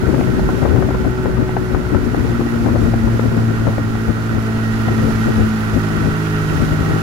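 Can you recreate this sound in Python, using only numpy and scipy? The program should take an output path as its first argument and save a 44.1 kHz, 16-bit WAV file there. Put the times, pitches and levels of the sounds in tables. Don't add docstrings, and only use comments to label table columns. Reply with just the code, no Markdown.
import sys
import numpy as np
from scipy import signal
from scipy.fft import rfft, irfft, next_fast_len
from scipy.io import wavfile
from scipy.ndimage import uniform_filter1d

SR = 44100
rng = np.random.default_rng(int(sys.argv[2]) if len(sys.argv) > 2 else 0)


def generate_wav(sig):
    pcm = np.round(np.clip(np.atleast_2d(sig).T, -1, 1) * 32767).astype(np.int16)
    wavfile.write(sys.argv[1], SR, pcm)


N = 309582
TIME = np.arange(N) / SR


def amp(db):
    return 10 ** (np.asarray(db) / 20)


def unit(x):
    return x / np.sqrt(np.mean(x ** 2) + 1e-20)


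def levelled(x, size):
    return x / np.sqrt(abs(uniform_filter1d(uniform_filter1d(x ** 2, size), size)) + 1e-12)


def curves(rows):
    times_s, *columns = np.transpose(rows)
    return [np.interp(TIME, times_s, column) for column in columns]


def filtered(x, gain):
    size = next_fast_len(len(x))
    return irfft(rfft(x, size) * gain(np.fft.rfftfreq(size, 1 / SR) + 1e-3), size)[:len(x)]


def highpass(x, edge_hz):
    return filtered(x, lambda f: 1 / (1 + (edge_hz / f) ** 4))


def noise(spectrum, channel):
    hz, *db = np.transpose(spectrum)
    white = rng.standard_normal(N) * np.sqrt(SR / 2)
    return filtered(white, lambda f: amp(np.interp(np.log(f), np.log(hz), db[channel])))


def wander(rate_hz):
    return unit(filtered(rng.standard_normal(N), lambda f: np.exp(-(f / rate_hz) ** 2)))


def partial(angle):
    return np.cos(angle + rng.uniform(0, 2 * np.pi))


# time_s, shaft_speed_hz
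SHAFT_SPEED = [(0, 62.65), (.8, 62.4), (1.5, 61.8), (1.8, 61.15), (2.05, 60.2), (2.3, 58.85), (2.9, 56.95),
               (3.2, 56.8), (3.8, 55.5), (4.1, 56.05), (4.4, 55.5), (5.3, 55.15), (5.55, 54.75),
               (5.8, 53.4), (6.55, 52.35), (7.02, 52.8)]


def shaft(hunting=0.002106, jitter_rad=0.017):
    speed_hz = curves(SHAFT_SPEED)[0] * (1 + hunting * wander(6.96))
    return 2 * np.pi * np.cumsum(speed_hz) / SR + jitter_rad * wander(37)


BOOMING_ORDERS = (2, 3, 4, 6)
# pitch_hz, level_db
HULL_RESPONSE = [(104, -26), (111, -21.5), (113.5, -18), (118, -26), (125, -26), (158, -22), (166, -33),
                 (175, -41), (188, -29), (209, -32), (220, -19), (223, -25.5), (231, -20.5), (249, -39),
                 (316, -31.5), (331, -39.5), (345, -29), (360, -31), (376, -25.5)]
# shaft_multiple, level_db, growth_db_per_hz
STEADY_ORDERS = [(1, -36, -1), (5, -37.5, 0.26), (7, -41, 0.64), (8, -41.5, 1.88), (9, -53, 0.9),
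                 (10, -56, -3), (12, -46.5, 0.76), (14, -49, -0.8), (15, -51, 1.4)]


def hull_drone(angle, sway_db=0.94, steady_trim_db=-1, waver_db=2.5, left_db=-0.1, left_lag_rad=0.045):
    speed_hz, = curves(SHAFT_SPEED)
    slowing_hz = speed_hz.mean() - speed_hz
    hull_hz, hull_db = np.transpose(sorted(HULL_RESPONSE))
    booming = [(k, np.interp(k * speed_hz, hull_hz, hull_db) + sway_db * wander(4.4))
               for k in BOOMING_ORDERS]
    steady = [(k, db + steady_trim_db + growth * slowing_hz + waver_db * wander(1.9))
              for k, db, growth in STEADY_ORDERS]
    port_angle = angle - np.array([[left_lag_rad], [0]])
    drone = np.zeros((2, N))
    for k, db in booming + steady:
        phase = 0 if k in (2, 4) else rng.uniform(0, 2 * np.pi)
        drone += amp(db + .7 * wander(9)) * np.sqrt(2) * np.cos(k * port_angle + phase)
    uneven_firing = 1 + .06 * wander(50)
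    return drone * uneven_firing * amp([[left_db], [0]])


# pitch_hz, width_hz, level_db
COWLING_MODES = [(790, 360, -9.5), (1195, 36, -2), (1348, 69, 4), (1501, 60, 3.5), (1896, 50, 2.5),
                 (2000, 69, -18), (2700, 410, -9.5)]


def cowling(drive):
    def response(f):
        return sum((-1) ** k * amp(db) / (1 + 1j * (f * f - hz * hz) / (f * width))
                   for k, (hz, width, db) in enumerate(COWLING_MODES))
    return unit(filtered(drive, response))


# ball_pass_multiple, level_db
WHINE_PARTIALS = [(7, -4), (8, 0), (11, -7)]


def bearing(angle, passes_per_turn=3.1, slip_rad=0.09):
    ball_angle = passes_per_turn * angle + slip_rad * wander(14)
    return unit(sum(amp(db + 2 * wander(11)) * partial(k * ball_angle) for k, db in WHINE_PARTIALS))


# time_s, clatter_db (before the cowling's trim), wake_db (only its swings
CLATTER_AND_WAKE_LEVELS = [(0, -34, -42), (0.5, -33, -42), (1.05, -34.5, -43.5), (1.9, -34.5, -43.5),
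                           (2.3, -33, -42), (2.9, -34.5, -42), (3.6, -33, -42.5), (4.3, -32.5, -42.5),
                           (5.1, -29, -40), (5.6, -30.5, -40.5), (6.0, -29, -41), (7.02, -29, -40)]


def clatter(angle, trim_db=4, knock_db=-1, whine_db=-6, left_db=-12, scatter_db=-9,
            left_lag_s=0.00022, bright_hz=2300):
    knocks = unit(sum((.5 if k % 2 else 1) * partial(k * angle) for k in range(17, 42)))
    stroke = np.exp(.47 * np.cos(2 * angle) + .16 * np.cos(angle) + .5 * np.tanh(wander(43)))
    rattle, scattered = (cowling(stroke * rng.standard_normal(N)) for _ in range(2))
    right = rattle + amp(knock_db) * cowling(knocks) + amp(whine_db) * bearing(angle)
    right = levelled(right, size=16000)
    left = amp(left_db) * np.interp(TIME - left_lag_s, TIME, right) + amp(scatter_db) * scattered
    force_db = curves(CLATTER_AND_WAKE_LEVELS)[0]
    top_gain = amp(force_db - force_db.mean() - 6)
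    ports = []
    for side in (left, right):
        softened = side - highpass(side, 2 * bright_hz)
        top = highpass(softened, bright_hz)
        ports.append(softened - top + top * top_gain)
    return np.array(ports) * amp(force_db + trim_db)


# frequency_hz, left_db_per_hz, right_db_per_hz
WAKE_SPECTRUM = [(100, -58.5, -48.5), (384, -66, -55), (590, -65, -64.5), (1010, -64, -63.5),
                 (1520, -72, -62), (2360, -75.5, -69), (3000, -79, -74), (4400, -78, -78),
                 (5970, -84.5, -78.5), (7370, -84.5, -81), (8560, -89, -92), (9650, -90, -82),
                 (11700, -88, -84.5), (14000, -89.5, -94.5), (15800, -88, -94)]


def wake(left_follow=1, right_follow=2, fizz_db=0.96, lapping_db=0.33, split_hz=2500):
    ride_db = curves(CLATTER_AND_WAKE_LEVELS)[1]
    swell_db = ride_db - ride_db.mean()
    splash_db = .4 * wander(7)
    ports = []
    for channel, follow in enumerate((left_follow, right_follow)):
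        water = noise(WAKE_SPECTRUM, channel)
        top = highpass(water, split_hz)
        wash = (water - top) * amp(.5 * follow * swell_db + lapping_db * wander(20))
        spray = top * amp(follow * swell_db + splash_db + fizz_db * wander(190))
        ports.append(wash + spray)
    return np.array(ports)


# time_s, level_db
BREEZE_RIDE = [(0, -20), (.8, -13.5), (1.05, -18.5), (2.9, -19), (3.5, -18), (4.2, -25.5), (4.7, -27),
               (5.0, -21.5), (5.6, -27.5), (6.35, -33), (6.65, -23), (7.02, -20.5)]
# peak_s, length_s, level_db, side
GUST_CUES = [(0.185, 0.25, -14, "left"), (0.357, 0.26, -17.5, "left"), (.45, 0.11, -18, "right"),
             (0.716, 0.16, -16.5, "left"), (0.99, 0.053, -21, "right"), (1.065, 0.039, -11.5, "left"),
             (1.284, 0.041, -15.5, "left"), (1.397, 0.057, -12, "left"), (1.754, 0.071, -14, "left"),
             (1.949, 0.052, -10, "left"), (2.142, 0.046, -15, "left"), (2.267, 0.085, -17, "left"),
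             (2.41, 0.04, -15, "left"), (2.665, 0.083, -15.5, "left"), (2.805, 0.16, -12.5, "left"),
             (2.994, .09, -25, "right"), (3.066, 0.036, -11.5, "left"), (3.23, 0.053, -35, "right"),
             (3.274, 0.023, -12, "left"), (3.679, 0.033, -12.5, "left"), (3.7, .06, -23, "right"),
             (3.987, 0.04, -18, "left"), (4.096, 0.037, -14, "left"), (4.36, 0.048, -14, "left"),
             (4.882, 0.076, -16.5, "left"), (5.063, 0.11, -16, "left"), (5.296, 0.037, -7.5, "left"),
             (5.406, 0.063, -12.5, "left"), (5.763, 0.03, -8.5, "left"), (6.028, 0.12, -13.5, "left"),
             (6.592, 0.1, -13, "left"), (6.721, 0.031, -13, "left"), (6.93, 0.037, -14.5, "left")]


def gusting(port, follow, shelter_db, restless_db, spill_db):
    breeze_db, = curves(BREEZE_RIDE)
    bed_db = breeze_db.mean() + follow * (breeze_db - breeze_db.mean()) + shelter_db
    power = amp(bed_db + restless_db * wander(26)) ** 2
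    for peak_s, length_s, db, side in GUST_CUES:
        bell = .5 ** np.minimum((2 * (TIME - peak_s) / length_s) ** 2, 20)
        power += amp(db + (0 if side == port else spill_db)) ** 2 * bell
    return 10 * np.log10(power)


# frequency_hz, left_db, right_db
RUMBLE_SPECTRUM = [(15, -27, -32), (28.2, -37, -25), (49, 0, 18), (70, -0.5, 1), (135, -2, 2.5),
                   (197, -9, 1.5), (236, -1.5, 5), (320, -8, -13), (498, -16.5, -25.5), (920, -30.5, -41),
                   (4000, -66, -70)]


def wind(strength_db, channel, trim_db, deepen, deep_hz=90, split_hz=400, low_cut_hz=27,
         eddy_db=3, tearing_db=2.5, brighten=0.11):
    surge_db = np.minimum(strength_db - strength_db.mean(), 2)
    eddies = np.tanh(wander(26))
    rumble = unit(noise(RUMBLE_SPECTRUM, channel))
    above_deep, top = highpass(rumble, deep_hz), highpass(rumble, split_hz)
    thump = (rumble - above_deep) * amp(deepen * surge_db + 2 * np.tanh(wander(15)))
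    middle = above_deep - top
    body = middle.std() * levelled(middle, size=2600)
    breeze_db, = curves(BREEZE_RIDE)
    tearing = top * amp(brighten * (breeze_db - breeze_db.mean()) + tearing_db * eddies)
    gain = amp(strength_db + trim_db + eddy_db * eddies)
    return highpass((thump + body + tearing) * gain, low_cut_hz)


# peak_s, level_db, brightness_hz, decay_s
BUFFET_CUES = [(.144, -11.5, 570, 0.01), (.211, -7.5, 640, .004), (.396, -10, 560, 0.0041),
               (.491, -13, 800, 0.0099), (.629, -15.5, 700, 0.022), (.653, -9.5, 590, 0.018),
               (.762, -14.5, 780, .017), (.825, -9, 734, 0.0048), (.889, -13.5, 600, .007),
               (.909, -11.5, 480, 0.0065), (.946, -10.5, 900, 0.0097), (1.05, -14.5, 640, 0.014),
               (1.259, -13, 604, 0.007), (1.371, -18, 1000, 0.011), (1.494, -11.5, 570, 0.0022),
               (1.568, -10, 860, 0.007), (1.747, -14, 810, 0.012), (1.947, -10.5, 594, 0.01),
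               (2.147, -10, 860, 0.0036), (2.411, -13, 560, .011), (2.661, -15.5, 600, 0.044),
               (2.687, -13.5, 606, .012), (2.756, -10.5, 475, 0.018), (2.936, -8.5, 464, 0.0083),
               (3.076, -13, 457, .014), (3.196, -8.5, 760, 0.0039), (3.67, -10, 434, 0.021),
               (3.783, -13, 695, 0.0025), (3.954, -15.5, 580, 0.0031), (4.885, -8.5, 590, 0.0044)]


def buffets(decay_scale=0.79, brightness_scale=0.98, rise_s=0.003, snap_db=-3,
            low_hz=190, top_hz=2500, right_db=-22):
    track, t = np.zeros(N), np.arange(4096) / SR
    shortest_s = min(row[3] for row in BUFFET_CUES)
    for peak_s, db, brightness_hz, decay_s in BUFFET_CUES:
        edge_hz = brightness_scale * brightness_hz

        def band(f):
            low_cut = 1 / (1 + low_hz / (1j * f)) ** 2
            return low_cut / (1 + (f / edge_hz) ** 2.3) / (1 + (f / top_hz) ** 6)
        puff = unit(filtered(rng.standard_normal(len(t)), band))
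        puff *= np.minimum(t / rise_s, np.exp((rise_s - t) / (decay_scale * decay_s)))
        from_peak = np.pi * edge_hz * (t - rise_s)
        swing = rng.choice([-1, 1]) * from_peak / (1 + from_peak ** 2) ** 2
        swing /= np.sqrt(uniform_filter1d(swing ** 2, size=200).max())
        snap = amp(snap_db) * shortest_s / decay_s * swing
        start = round((peak_s - rise_s) * SR)
        track[start:start + len(t)] += amp(db) * (puff + snap)
    return track * amp([[0], [right_db]])


def scene():
    angle = shaft()
    left_db = gusting("left", follow=0.99, shelter_db=0, restless_db=2, spill_db=-13)
    left_wind = wind(left_db, channel=0, trim_db=0.37, deepen=0.43)
    right_db = gusting("right", follow=0.3, shelter_db=-8, restless_db=1.5, spill_db=-26)
    right_wind = wind(right_db, channel=1, trim_db=0.7, deepen=0.71)
    return hull_drone(angle) + clatter(angle) + wake() + np.array([left_wind, right_wind]) + buffets()


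def record(dry):
    rounded = dry / (1 + dry ** 8) ** (1 / 8)
    high_cut = signal.firwin(511, cutoff=15850, window=("kaiser", 9), fs=SR)
    return signal.oaconvolve(rounded, high_cut[None], "same")


dry = scene()
out = record(dry)
generate_wav(out)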